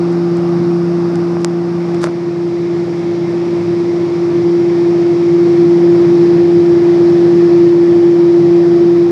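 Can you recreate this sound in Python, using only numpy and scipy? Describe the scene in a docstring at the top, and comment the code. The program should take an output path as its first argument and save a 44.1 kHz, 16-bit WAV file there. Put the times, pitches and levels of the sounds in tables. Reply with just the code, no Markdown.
"""A gas furnace runs in a basement, heard by a hand-held phone that starts near the exhaust pipe.
From the start the draft fan hums on two locked sine tones, over shaped noise for flame roar, duct rush
and air hiss, with the blower's faint whine of thin lines. In the first two seconds or so fingers tick
(short dying sines) and scuff (noise bursts) on the case. The phone crosses the cabinet top and ends
towards the air intake, where the upper fan tone swells."""
import sys
import numpy as np
from scipy import signal
from scipy.fft import rfft, irfft, next_fast_len
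from scipy.io import wavfile
from scipy.ndimage import uniform_filter1d, map_coordinates

SR = 44100
rng = np.random.default_rng(int(sys.argv[2]) if len(sys.argv) > 2 else 0)


def to_wav(s):
    """Save 16-bit WAV."""
    ch = np.atleast_2d(s).T  # columns
    pcm = np.round(np.clip(ch, -1, 1) * 32767)  # PCM
    wavfile.write(sys.argv[1], SR, pcm.astype(np.int16))


N = 401751

# where the phone is: (time [s], place [0 pipe, 1 cabinet top, 2 intake])
PHONE_PLACE = [(1.6, 0.17), (2.6, 1.04), (5.2, 1), (6.4, 1.56)]
# mean levels at the phone: (time [s], upper tone [dB], lower tone [dB], air hiss [dB])
LEVELS_AT_PHONE = [(0, -14, -18.5, -37.5), (.8, -14, -18, -37.5), (1.3, -15.5, -19.5, -38),
                   (1.65, -17.5, -21.5, -39.5), (2.0, -15.5, -22, -38), (2.15, -19, -27.5, -41),
                   (2.4, -16, -25.5, -40.5), (3.2, -16, -24.5, -39), (3.75, -13.5, -22.5, -38),
                   (4.1, -14.5, -26.5, -38), (4.5, -11, -24, -37.5), (5.2, -10, -24.5, -36.5),
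                   (5.8, -7.5, -21.5, -36), (7.0, -7.5, -24.5, -36.5), (7.35, -6.5, -22.5, -36),
                   (8.1, -7.5, -26, -37.5), (8.5, -6.5, -21, -37), (9.11, -8.5, -26, -38)]
# faint fan tones: (multiple of the blade tone, level against the upper tone [dB])
FAINT_TONES = [(3, -40.5), (4, -32.5)]
# flame roar at each place: (frequency [Hz], relative level per Hz [dB])
ROAR_PIPE = [(20, -50.5), (50, -43), (75, -18), (110, -6.5), (150, -3), (200, -5.5), (260, -3), (320, -3),
             (360, -4.5), (395, -12), (450, -11), (520, -37.5), (700, -120)]
ROAR_TOP = [(20, -50), (50, -40), (75, -24), (110, -5.5), (132, -6), (150, 1.5), (190, -7.5), (225, -6),
            (260, -12), (320, -4), (358, 1.5), (395, -9), (450, -19), (520, -40.5), (700, -120)]
ROAR_INTAKE = [(20, -51), (50, -40), (75, -20.5), (110, -8.5), (132, -7), (150, -1), (190, -9), (225, -8.5),
               (260, -12.5), (320, -3), (358, 1.5), (395, -12), (450, -14.5), (520, -40.5), (700, -120)]
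# duct rush at each place: (frequency [Hz], relative level per Hz [dB])
RUSH_PIPE = [(250, -26.5), (420, -8.5), (443, 1.5), (647, -1.5), (700, 1), (939, -5.5), (1230, -4),
             (1500, -24.5), (1950, -45), (3300, -120)]
RUSH_TOP = [(250, -30), (420, 1.5), (445, -10), (475, 0), (517, -3.5), (697, -4.5), (1200, -11.5),
            (1500, -20), (1950, -49.5), (3300, -120)]
RUSH_INTAKE = [(250, -29.5), (420, -2), (607, -3), (697, -5.5), (723, -6), (1160, -13.5), (1360, -16.5),
               (1500, -20.5), (1950, -46.5), (3300, -120)]
# air hiss at each place: (frequency [Hz], relative level per Hz [dB])
HISS_PIPE = [(820, -20), (1400, -3.5), (1670, -8.5), (1920, -11), (2390, -13.5), (3190, -21), (3560, -18),
             (3930, -19), (5340, -17.5), (6850, -29.5), (9890, -36), (12300, -41.5), (15000, -58)]
HISS_TOP = [(820, -29), (1400, -4), (1520, -8.5), (1740, -3), (1980, -4.5), (2120, -1.5), (2860, -12.5),
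            (3780, -11.5), (5560, -13), (6200, -18.5), (8610, -29.5), (11900, -38), (15000, -51)]
HISS_INTAKE = [(820, -38), (1400, -7), (1790, 2), (2210, -6.5), (2490, -4.5), (2720, -11), (2980, -9),
               (4700, -10), (5090, -10), (8190, -27.5), (9690, -32.5), (11400, -29.5), (15000, -55)]
# roar and rush at the pipe, top and intake: (level over the hiss [dB])
ROAR_OVER_HISS = [12.5, 14.5, 16]
RUSH_OVER_HISS = [8, 7.5, 8.5]
# blower whine, mean strength of its lines: (frequency [Hz], level against the hiss [dB])
WHINE_LINES = [(4560, -59.5), (4640, -28), (4780, -35), (4960, -28), (5150, -33), (5400, -28.5),
               (5480, -34), (5690, -35), (5722, -26), (5750, -33), (5800, -59.5)]
# finger ticks, levels before softening:
# (time [s], knock pitch [Hz], knock level [dB], click level [dB], step up per click mode [dB])
FINGER_TICKS = [(.1180, 900, -34, -38, 6), (.1290, 900, -32, -35, 7), (.3708, 900, -32, -31, 6.5),
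                (1.1569, 1200, -27, -22, 1), (1.3687, 805, -4.5, -46, -3), (1.418, 1100, -26, -37, 3),
                (1.4467, 1000, -2, -4.5, 3), (1.9464, 1400, -18, -25, 0), (2.0195, 1200, -36, -33, 4),
                (2.029, 1200, -14, -28, -3), (2.0414, 1030, 3.5, -9, -0.5), (2.0623, 1210, -11, -34, -10),
                (2.0705, 1200, -5.5, -30, -5), (2.075, 650, -9, -40, -7.5), (2.0880, 1100, -11, -39, -9)]
# the case rings after a knock: (frequency [Hz], level against the knock [dB], time to fall 60 dB [s])
CASE_BODY = [(610, -9.5, 0.019), (1334, -23.5, 0.021)]
# small modes of the case: (frequency [Hz], time to fall 60 dB [s])
CASE_CLICKS = [(2100, 0.0023), (4900, 0.0018), (7800, 0.0014)]
# finger slides: (touch time [s], strongest time [s], lift time [s], mean level when strongest [dB])
FINGER_SLIDES = [(1.405, 1.415, 1.442, -40), (2.016, 2.036, 2.074, -27.5)]
# colour of skin scuffing on the case: (frequency [Hz], relative level per Hz [dB])
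SKIN_COLOUR = [(250, -120), (450, -3), (1200, 3.5), (2200, -11), (3000, -16), (4500, -9), (7500, -16.5),
               (10000, -21.5), (13000, -35), (16000, -57.5)]


def amp(db):
    """Turn a level in dB into a gain."""
    return 10 ** (np.asarray(db) / 20)


def unit(x):
    """Scale x to an average strength (rms) of 1."""
    return x / np.sqrt(np.mean(x ** 2) + 1e-20)


def curves(rows):
    """Draw straight lines through the rows: one value per sample for each column after the time."""
    times, *columns = np.transpose(rows)
    return [np.interp(np.arange(N) / SR, times, column) for column in columns]


def along(points, hz):
    """Read a value at hz from (frequency [Hz], value) points on a log frequency axis."""
    f, values = np.transpose(points)
    return np.interp(np.log(hz + 1), np.log(f + 1), values)


def wobble(rate):
    """Make a smooth random curve with `rate` random points a second."""
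    points = rng.standard_normal(int(N * rate / SR) + 4)
    return map_coordinates(points, [np.arange(N) * rate / SR])


def filtered(x, response):
    """Multiply the spectrum of x by a response that depends on frequency."""
    size = next_fast_len(N + 8192)  # spare room so the end does not wrap onto the start
    hz = np.fft.rfftfreq(size, 1 / SR)
    return irfft(rfft(x, size) * response(hz), size)[..., :N]


def noise(spectra, patchy_db):
    """Make noise with random stronger and weaker patches, coloured once per spectrum, each at rms 1."""
    grains = signal.stft(rng.standard_normal(N), nperseg=512)[2]
    patches = uniform_filter1d(rng.standard_normal(grains.shape), size=6, axis=0)  # across frequency
    patches = uniform_filter1d(patches, size=14, axis=1)  # across time
    patchy = signal.istft(grains * amp(patchy_db * unit(patches)), nperseg=512)[1][:N]
    coloured = filtered(patchy, lambda hz: amp([along(points, hz) for points in spectra]))
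    return [unit(row) for row in coloured]


def heard(spectra, patchy_db):
    """Fade the colour of one noise from place to place as the phone moves."""
    place, = curves(PHONE_PLACE)
    out = np.zeros(N)
    for k, x in enumerate(noise(spectra, patchy_db)):
        nearness = np.clip(1 - np.abs(place - k), 0, 1)
        out += nearness * x
    return out


def by_place(values):
    """Fade between one value per place as the phone moves."""
    place, = curves(PHONE_PLACE)
    return np.interp(place, np.arange(len(values)), values)


def draft_fan(upper_db, lower_db):
    """Blade tones share one slightly drifting shaft; turbulence shakes their strength and phase."""
    blade_hz, shaft_hz = 172.05, 28.67  # mean rates
    turn = 2 * np.pi * np.cumsum(blade_hz + 0.11 * wobble(2.2)) / SR  # phase of the lower tone
    once = np.sin(turn * shaft_hz / blade_hz)  # an uneven wheel swells the tones once a turn
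    upper_gain = amp(upper_db + 0.52 * wobble(14) + 0.18 * once)
    upper = upper_gain * np.cos(2 * turn + np.pi + 0.046 * wobble(15))
    lower_gain = amp(lower_db + 0.34 * wobble(11) + 2.0 * once)
    lower = lower_gain * np.cos(turn + 0.13 * wobble(11))
    faint = np.zeros(N)
    for multiple, db in FAINT_TONES:
        faint += amp(upper_db + db + 2.5 * wobble(4.5)) * np.cos(multiple * turn)
    return np.sqrt(2) * (upper + lower + faint)  # a steady sine needs a peak of root 2 for rms 1


def flame_roar(roar_db, flow):
    """The flame roars as low noise that swells a little with the flow."""
    return amp(roar_db + 0.46 * flow) * heard([ROAR_PIPE, ROAR_TOP, ROAR_INTAKE], patchy_db=1.0)


def duct_rush(rush_db, flow):
    """Air rushes as middle-pitched noise, swelling with the flow and a little by itself."""
    gain = amp(rush_db + 0.3 * flow + 0.23 * wobble(6.0))
    return gain * heard([RUSH_PIPE, RUSH_TOP, RUSH_INTAKE], patchy_db=0.64)


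def air_hiss():
    """Moving air hisses as higher noise whose colour depends on the place."""
    return heard([HISS_PIPE, HISS_TOP, HISS_INTAKE], patchy_db=0.72)


def blower_whine():
    """A fine roughness of the bearing repeats every turn, which makes a comb of thin lines."""
    blower_hz = 19.937  # mean turns per second
    size = 2 ** 15  # points in one turn
    hz = np.arange(size // 2 + 1) * blower_hz
    in_band = (hz > WHINE_LINES[0][0]) * (hz < WHINE_LINES[-1][0])
    lines = amp(along(WHINE_LINES, hz) + rng.normal(0, 1.6, len(hz))) * in_band
    random_phase = np.exp(2j * np.pi * rng.random(len(hz)))
    pattern = irfft(lines * random_phase) * size / np.sqrt(2)
    turns = np.cumsum(blower_hz + 0.006 * wobble(2.5)) / SR
    return np.interp(turns % 1 * size, np.arange(size), pattern)


def air(roar_db, rush_db, hiss_db):
    """Flame roar, duct rush, hiss and whine swell a little together with the flow."""
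    flow = wobble(4.0)
    hiss_and_whine = amp(hiss_db + 0.3 * flow) * (air_hiss() + blower_whine())
    return flame_roar(roar_db, flow) + duct_rush(rush_db, flow) + hiss_and_whine


def ring(t, hz, db, t60):
    """A struck mode is a sine that dies away, falling 60 dB in t60 seconds."""
    return amp(db - 60 * t / t60) * np.sin(2 * np.pi * hz * t)


def finger_ticks():
    """Each tick is a dull knock of the case plus its three short click modes."""
    knock_t60, knock_rise_s = 0.0058, 0.00042  # fall by 60 dB and time constant of the soft landing, s
    thin_hz, soft_hz = 250, 12500  # the small case gives no bass; fingertips are soft
    middle_db = 3.5  # the middle click mode stands out
    out = np.zeros(N)
    t = np.arange(SR // 25) / SR
    landing = 1 - np.exp(-t / knock_rise_s)
    for start, knock_hz, knock_db, click_db, bright_db in FINGER_TICKS:
        knock = ring(t, knock_hz, knock_db, knock_t60)
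        for hz, db, t60 in CASE_BODY:
            knock += ring(t, hz, knock_db + db, t60)
        mode_db = [click_db - bright_db, click_db + middle_db, click_db + bright_db]
        clicks = np.zeros(len(t))
        for k, (hz, t60) in enumerate(CASE_CLICKS):
            # neighbours swing in opposite senses, so the band between them stays filled
            clicks += (-1) ** k * ring(t, hz, mode_db[k], t60)
        out[round(start * SR):][:len(t)] += knock * landing - clicks
    return filtered(out, lambda hz: 1j * hz / (thin_hz + 1j * hz) / (1 + (hz / soft_hz) ** 6))


def finger_slides():
    """Skin scuffs on the case: noise swells to its strongest moment, fades, and starts and stops fast."""
    swell, fade, edge = 400, 270, 2200  # slopes, dB per second
    t = np.arange(N) / SR
    levels = []
    for touch, top, lift, db in FINGER_SLIDES:
        before_top = np.clip(top - t, 0, None)
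        after_top = np.clip(t - top, 0, None)
        off_case = np.clip(np.maximum(touch - t, t - lift), 0, None)
        levels.append(db - swell * before_top - fade * after_top - edge * off_case)
    level_db = np.max(levels, axis=0)
    return amp(level_db + 3.5 * wobble(300)) * noise([SKIN_COLOUR], patchy_db=1.5)[0]


def scene():
    """The furnace and the fingers add up at one microphone."""
    upper_db, lower_db, hiss_db = curves(LEVELS_AT_PHONE)
    roar_growth = 0.3  # extra dB of roar for each dB that the hiss rises over its mean
    roar_db = hiss_db + by_place(ROAR_OVER_HISS) + roar_growth * (hiss_db - hiss_db.mean())
    rush_db = hiss_db + by_place(RUSH_OVER_HISS)
    tones = draft_fan(upper_db, lower_db + 0.9 * wobble(3.2))  # the lower tone wavers
    return (tones + air(roar_db, rush_db, hiss_db) + finger_ticks() + finger_slides())[None]


def record(dry):
    """The highest peaks round off; the input stage loses deep bass and top treble, up to a band limit."""
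    top_hz = 15500  # nothing is kept above this
    soft = dry / (1 + np.abs(dry / 1.04) ** 8) ** (1 / 8)

    def response(hz):
        bass_loss = 1 + (45 / (hz + 1)) ** 4
        treble_loss = 1 + (hz / 13300) ** 10
        return np.clip((top_hz - hz) / 600, 0, 1) / np.sqrt(bass_loss * treble_loss)

    return filtered(soft, response)


dry = scene()
out = record(dry)
to_wav(out)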